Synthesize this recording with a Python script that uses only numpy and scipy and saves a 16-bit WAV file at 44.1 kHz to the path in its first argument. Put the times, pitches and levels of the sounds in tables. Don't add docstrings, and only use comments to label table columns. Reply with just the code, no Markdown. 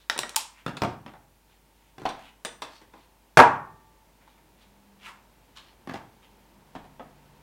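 import sys
import numpy as np
from scipy import signal
from scipy.fft import rfft, irfft, next_fast_len
from scipy.io import wavfile
from scipy.ndimage import uniform_filter1d, map_coordinates

SR = 44100
rng = np.random.default_rng(int(sys.argv[2]) if len(sys.argv) > 2 else 0)


def unload_wav(signal):
    wavfile.write(
        sys.argv[1],
        SR,
        np.round(np.clip(np.atleast_2d(signal).T, -1, 1) * 32767).astype(np.int16),
    )


N = 327222
TIME = np.arange(N) / SR
HIT = np.arange(32768) / SR
HIT_HZ = np.fft.rfftfreq(len(HIT), 1 / SR)

GRIP_OPENS_S, RATTLE_S = .6, 0.063
CARRY_S, CARRY_M_PER_S = 2.5, 1.15
NEAR_M, FAR_M = .6, 1.9
ROOM_RADIUS_M = 1
FLIGHT_SHRINK = 0.83
FAN_DB, FAN_RISE_DB_PER_S = -65, 1.06
TOP_HZ = 15900

# start in seconds, relative level in dB,
# bass shelf in dB, treble shelf in dB, frequency that the contact point favours in Hz.
JAW_BITES = [(.0984, 12, -3, 8, 1620), (.1627, -2, 18, -19, 813), (.2332, 11.5, -4.5, -13.5, 2230),
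             (.3458, -4.5, -23, -13, 2600)]
LEVER_CLICKS = [(0.178, -3.5, 3, -9.5, 9000), (0.1904, 0, 11, 2.5, 566), (0.2937, -12.5, 4, -1.5, 7400),
                (0.7688, -0.5, 3, -20.5, 4560), (2.09, -1.5, -7, -18, 4730), (2.449, 4.5, 6, -13, 9200),
                (2.6198, 7.5, -9, -23.5, 700), (2.815, -18.5, 13, -23, 1900), (2.936, -9, 1.5, -38, 948)]
SPRING_SNAPS = [(.36, 0.77, 0, 8.5, 9000), (.3635, 8.6, 1.8, 8.5, 960), (.365, 5.2, 0, -5, 8900)]
BOX_THUDS = [(.663, 16.5, 1, 5.5, 1510), (.819, 20.5, 3.5, 9, 1180), (.8335, 25.5, -8, -30, 780),
             (1.0626, 7, -4.5, -1.5, 3170), (1.137, 3, -10.5, -7, 765), (1.9815, 0, 0, 10, 504),
             (2.018, 1.5, 4, 5, 350), (2.1925, 1, -29, 4, 890), (5.8735, 7.5, 4.5, 2, 90.5),
             (5.8946, 12, -3.5, 1, 1745), (5.937, -3, -8, 17, 5000), (5.9415, 13, -4.5, 1, 830)]
TABLE_TAPS = [(2.0535, 17.5, -1, 3, 1000), (6.7517, 3.5, 9.5, 3, 940), (6.8425, -10, 6.5, 4, 1505),
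              (6.9956, 9.5, -8.5, -20, 513)]
BENCH_KNOCKS = [(3.372, 29, 9.5, 12, 1650), (3.39, 36.5, -2, -4, 1080), (3.401, 35.5, -3.5, -7, 830),
                (3.42, 26.5, -3, -3, 1500), (3.433, 26.5, -2.5, -11.5, 900), (4.276, -13.5, -13, -3, 925),
                (4.378, -20, -24, 10, 2000)]

# peak time in seconds, level in dB, rise in seconds, centre of the rub in Hz.
RUBS = [(.02, -63.5, .02, 3600), (0.597, -57.5, 0.034, 2440), (1.53, -67.5, 0.03, 3300),
        (1.9, -71.5, 0.15, 2800), (2.278, -56.5, .08, 2780), (2.76, -56.5, 0.035, 4500),
        (3.03, -66, 0.057, 3700), (4.219, -64, .008, 1990), (4.291, -66.5, .014, 3400),
        (4.62, -61, .018, 3470), (5.033, -53.5, 0.015, 2970), (5.065, -47.5, 0.018, 2420),
        (5.081, -46.5, .015, 1120), (5.565, -47, .0035, 3640), (5.68, -62, 0.052, 3510),
        (6.23, -60, .0032, 2820)]

# frequency in Hz, relative level in dB.
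JAW_COLOUR = [(80, -44), (170, -17), (300, -9), (700, -6.5), (1500, -12.5), (3500, -15), (5800, -20),
              (7500, -26), (15000, -38)]
LEVER_COLOUR = [(60, -20.5), (130, -12), (250, -4.5), (650, -3.5), (1500, -1), (3500, -0.5), (8500, -2.5),
                (11000, -9.5), (15500, -18.5)]
SPRING_COLOUR = [(100, -32), (400, -17.5), (750, -9.5), (1000, -6.5), (1600, -12.5), (3200, -5.5),
                 (8500, -11.5), (11000, -13), (15500, -19)]
BOX_COLOUR = [(40, -27), (80, -10), (110, -6.5), (260, -3.5), (450, -10), (900, -13.5), (1500, -18),
              (3500, -27.5), (8000, -43.5), (15500, -54)]
TABLE_COLOUR = [(60, -18), (130, -21), (210, -7.5), (450, -14), (800, -6), (1300, -16), (3500, -22.5),
                (7000, -41.5), (15500, -54)]
BENCH_COLOUR = [(40, -38), (100, -14.5), (300, -13), (550, -9), (900, -3), (1600, -10), (2400, -16.5),
                (4000, -29.5), (8000, -38), (15500, -52)]
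CLOTH_COLOUR = [(100, -20), (600, -10), (1000, -0.5), (2800, -5), (4000, -7), (5500, -10.5), (10000, -14),
                (15500, -24)]

# frequency in Hz, width in Hz, height above the colour in dB.
JAW_RESONANCES = [(930, 89, 12.5), (1360, 180, 12.5), (1860, 270, 16), (3750, 320, 20.5), (5370, 520, 15.5)]
LEVER_RESONANCES = [(940, 160, 6), (2537, 150, 7.4), (3620, 650, 8.8), (5760, 230, 9.3), (9080, 170, 9.9)]
SPRING_RESONANCES = [(886, 70, 22), (2330, 40, 3.1), (5470, 250, 5.1), (8200, 220, 1.5)]
BOX_RESONANCES = [(115, 33, 3), (247, 7.2, 4.6), (830, 190, 3.2), (1250, 230, 1.2)]
TABLE_RESONANCES = [(275, 55, 8.9), (470, 74, 6.5), (696, 135, 6), (940, 27, 1.7)]
BENCH_RESONANCES = [(150, 20, 5), (260, 45, 5), (457, 20, 6), (817, 38, 5), (923.5, 38, 3), (1590, 100, 3)]

# frequency in Hz, relative level in dB, 60 dB decay in seconds before damping.
BENCH_TONES = [(150, -13, 0.38), (452, -6, 0.24), (494, -10.5, 0.6), (595.3, -15.5, 0.4), (807, -10, 0.39),
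               (867, -4, 0.36), (954, 0, 0.23), (1001, -6.5, 0.36), (1120, -2.5, 0.66), (1180, -18.5, 0.69),
               (1297, -7.5, 0.25), (1640, -2.5, 0.13), (1900, -14.5, 0.32), (2024, -22.5, 0.53),
               (2132, -16.5, 0.32), (2417, -21, 0.23)]
# frequency in Hz, relative level in dB, 60 dB decay in seconds.
STEEL_TONES = [(3520, 4, 0.27), (6020, -5, 0.39), (8840, -3, 0.42), (8750, -8, .2)]
TOOL_TONES = [(880, -8.5, 2.2), (1168, 2, 1), (1822, -8, 1.1)]

# frequency in Hz, 60 dB decay in seconds.
ROOM_DECAY = [(60, 0.88), (200, 0.43), (500, 0.37), (1000, 0.45), (2000, 0.38), (4000, 0.31), (8000, 0.32),
              (15000, 0.13)]
# frequency in Hz, relative level in dB.
FAN_COLOUR = [(20, -25), (50, -9), (80, -10.5), (200, -9), (440, -13.5), (700, -15), (900, -14),
              (1250, -21), (2500, -23), (4100, -27.5), (13600, -41), (16000, -39)]
# peak time in seconds, pitch in Hz, level in dB, half length in seconds.
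DRONES = [(4.93, 199, -62.5, 0.19), (6.598, 200.3, -68, 0.64), (7.249, 146.2, -62, 0.42)]


def amp(db):
    return 10 ** (np.asarray(db) / 20)


def unit(x):
    return x / np.sqrt(np.mean(x ** 2) + 1e-20)


def along(points, hz):
    point_hz, values = np.transpose(points)
    return np.interp(np.log(hz + 1), np.log(point_hz), values)


def filtered(x, gain):
    size = next_fast_len(N + SR // 2)
    spectrum = rfft(x, size) * gain(np.fft.rfftfreq(size, 1 / SR))
    return irfft(spectrum, size)[:N]


def noise(gain):
    return unit(filtered(rng.standard_normal(N), gain))


def add(track, s, sound):
    part = track[round(s * SR):][:len(sound)]
    part += sound[:len(part)]


def background(air_db, whirr_db, hum_db, hiss_db, whirr_hz=905, whirr_width=110, hum_hz=50.5):
    air = amp(air_db) * noise(lambda hz: amp(along(FAN_COLOUR, hz)) / np.sqrt(1 + (hz / 6000) ** 2))
    whirr = amp(whirr_db) * noise(lambda hz: 1 / (1 + (2 * (hz - whirr_hz) / whirr_width) ** 2))
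    fan = amp(FAN_DB + FAN_RISE_DB_PER_S * TIME) * (air + whirr)
    hum = amp(hum_db) * np.sqrt(2) * np.sin(2 * np.pi * hum_hz * TIME)
    hiss = amp(hiss_db) * rng.standard_normal(N)
    return fan + hum + hiss


def drone(waver_hz=1):
    out = np.zeros(N)
    for s, hz, db, half_length in DRONES:
        pitch = hz + waver_hz * noise(lambda f: f < 10)
        swell = np.exp(-.5 * ((TIME - s) / half_length) ** 2)
        tone = np.sqrt(2) * np.sin(2 * np.pi * np.cumsum(pitch) / SR)
        out += amp(db) * swell * tone
    return out


def room_tail(build=0.0021):
    hz, t, bands = signal.stft(rng.standard_normal(len(HIT)), SR, nperseg=256)
    decay = amp(-60 * t / along(ROOM_DECAY, hz)[:, None])
    tail = signal.istft(bands * decay, SR)[1][:len(HIT)]
    tail *= 1 - np.exp(-HIT / build)
    return tail / np.linalg.norm(tail)


def scuffs(grain_db, room_db, boost_db, fall, spread=0.49):
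    out = np.zeros(N)
    for s, db, rise, centre_hz in RUBS:
        grip = np.tanh(unit(uniform_filter1d(rng.standard_normal(len(HIT)), size=40)))
        grains = rng.standard_normal(len(HIT)) * amp(grain_db * grip)
        centre_boost_db = boost_db / (1 + ((HIT_HZ / centre_hz - 1) / spread) ** 2)
        colour_db = along(CLOTH_COLOUR, HIT_HZ) + centre_boost_db
        rub = unit(irfft(rfft(grains) * amp(colour_db)))
        lead = min(s, .25)
        offset = np.maximum((lead - HIT) / rise, (HIT - lead) / fall)
        rub *= amp(db) * np.exp(1 - np.hypot(1, offset))
        add(out, s - lead, rub)
        add(out, s - lead, amp(room_db) * signal.fftconvolve(rub, room_tail()))
    return out


def causal(db):
    cepstrum = irfft(np.log(amp(db)))
    cepstrum[1:len(HIT) // 2] *= 2
    cepstrum[len(HIT) // 2 + 1:] = 0
    return np.exp(rfft(cepstrum))


def shelves(hz, bass_db, treble_db, bass_hz=400, treble_hz=2800):
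    bass = bass_db / (1 + (hz / bass_hz) ** 2)
    treble = treble_db * hz ** 2 / (hz ** 2 + treble_hz ** 2)
    return bass + treble


def chatter(length):
    fade = np.exp(-np.log(1000) * HIT / max(length, .002))
    spectrum = rfft(rng.standard_normal(len(HIT)) * fade)
    even_burst = irfft(spectrum / (np.abs(spectrum) + 1e-9))
    force = even_burst * fade ** .25
    return force / np.linalg.norm(force)


def contacts(rows, colour, modes, boost_db, echo_share, ripple_db=4.0, spread=.17):
    colour_db = along(colour, HIT_HZ)
    modes_db = sum(db / (1 + (2 * (HIT_HZ - hz) / width) ** 2) for hz, width, db in modes)
    ripple_place = [24 * np.log1p(HIT_HZ / 500)]
    out = np.zeros(N)
    for s, db, bass_db, treble_db, favoured_hz, length, room_db in rows:
        point_db = boost_db / (1 + ((HIT_HZ / favoured_hz - 1) / spread) ** 2)
        ripple = map_coordinates(rng.standard_normal(128), ripple_place)
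        peaks_db = modes_db + ripple_db * ripple
        blow_db = db + colour_db + point_db + shelves(HIT_HZ, bass_db, treble_db)
        direct = rfft(chatter(length)) * causal(blow_db + peaks_db)
        echo = rfft(room_tail()) * causal(blow_db + room_db + echo_share * peaks_db)
        add(out, s, irfft(direct + echo))
    return out


def settling(rows, length, room_db, flight_s, loss_db, lighter_db, count):
    out = []
    for s, db, bass_db, treble_db, favoured_hz in rows:
        for k in range(count):
            level_db = db - k * loss_db
            weight_db = bass_db - k * lighter_db
            out.append((s, level_db, weight_db, treble_db, favoured_hz, length, room_db))
            s += flight_s * FLIGHT_SHRINK ** k
    return out


def ring(hz, t60, attack):
    decay = np.exp(-np.log(1000) * HIT / t60) * (1 - np.exp(-HIT / attack))
    return decay * np.sin(2 * np.pi * (hz * HIT + rng.random(np.shape(hz))))


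def bench_ring(ring_db):
    out = np.zeros(N)
    hz, level_db, t60 = np.transpose(BENCH_TONES)[:, :, None]
    t60 = np.minimum(t60, .32)
    knock_at = max(BENCH_KNOCKS, key=lambda row: row[1])[0]
    tones = amp(ring_db + level_db) * ring(hz, t60, attack=.004)
    add(out, knock_at, np.sum(tones, axis=0))
    return out


def pings(steel_db, tools_db):
    out = np.zeros(N)
    _, click_at = max((db + treble_db, s) for s, db, _, treble_db, _ in LEVER_CLICKS if s > GRIP_OPENS_S)
    _, knock_at = max((db, s) for s, db, *_ in BENCH_KNOCKS)
    for s, blow_db, tones in ((click_at, steel_db, STEEL_TONES), (knock_at, tools_db, TOOL_TONES)):
        for hz, db, t60 in tones:
            add(out, s, amp(blow_db + db) * ring(hz, t60, attack=.003))
    return out


def in_hand(rows, click_s):
    out = []
    for s, *blow in rows:
        distance = np.clip(NEAR_M + CARRY_M_PER_S * (s - CARRY_S), NEAR_M, FAR_M)
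        room_db = 20 * np.log10(distance / ROOM_RADIUS_M)
        length = RATTLE_S if s > GRIP_OPENS_S else click_s
        out.append((s, *blow, length, room_db))
    return out


def scene():
    bites = in_hand(JAW_BITES, click_s=.011)
    clicks = in_hand(LEVER_CLICKS, click_s=0.0072)
    snaps = in_hand(SPRING_SNAPS, click_s=0.011)
    jaws = contacts(bites, JAW_COLOUR, JAW_RESONANCES, boost_db=6.0, echo_share=0.61)
    levers = contacts(clicks, LEVER_COLOUR, LEVER_RESONANCES, boost_db=6, echo_share=.7)
    spring = contacts(snaps, SPRING_COLOUR, SPRING_RESONANCES, boost_db=8.0, echo_share=0.25)

    on_box = settling(BOX_THUDS, length=0.029, room_db=-4.5, flight_s=.016, loss_db=4.5, lighter_db=4, count=3)
    on_table = settling(TABLE_TAPS, length=0.057, room_db=-2.5, flight_s=0.0083,
                        loss_db=3.5, lighter_db=0.5, count=2)
    on_bench = settling(BENCH_KNOCKS, length=0.058, room_db=-7.0, flight_s=0.0064,
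                        loss_db=6, lighter_db=2.5, count=2)
    box = contacts(on_box, BOX_COLOUR, BOX_RESONANCES, boost_db=6.0, echo_share=0.67)
    table = contacts(on_table, TABLE_COLOUR, TABLE_RESONANCES, boost_db=2.5, echo_share=0.66)
    bench = contacts(on_bench, BENCH_COLOUR, BENCH_RESONANCES, boost_db=5.5, echo_share=.9)
    bench += bench_ring(ring_db=-13)

    steel_and_tools = pings(steel_db=-45.5, tools_db=-40.0)
    worker = scuffs(grain_db=8.5, room_db=-5, boost_db=13.0, fall=0.018)
    room = background(air_db=-2.0, whirr_db=-12.0, hum_db=-66, hiss_db=-68) + drone()
    return (jaws + levers + spring + steel_and_tools + box + table + bench + worker + room)[None]


def record(dry):
    low_pass = signal.ellip(10, .1, 70, TOP_HZ, fs=SR, output="sos")
    return signal.sosfilt(low_pass, np.clip(dry, -1, 1))


dry = scene()
out = record(dry)
unload_wav(out)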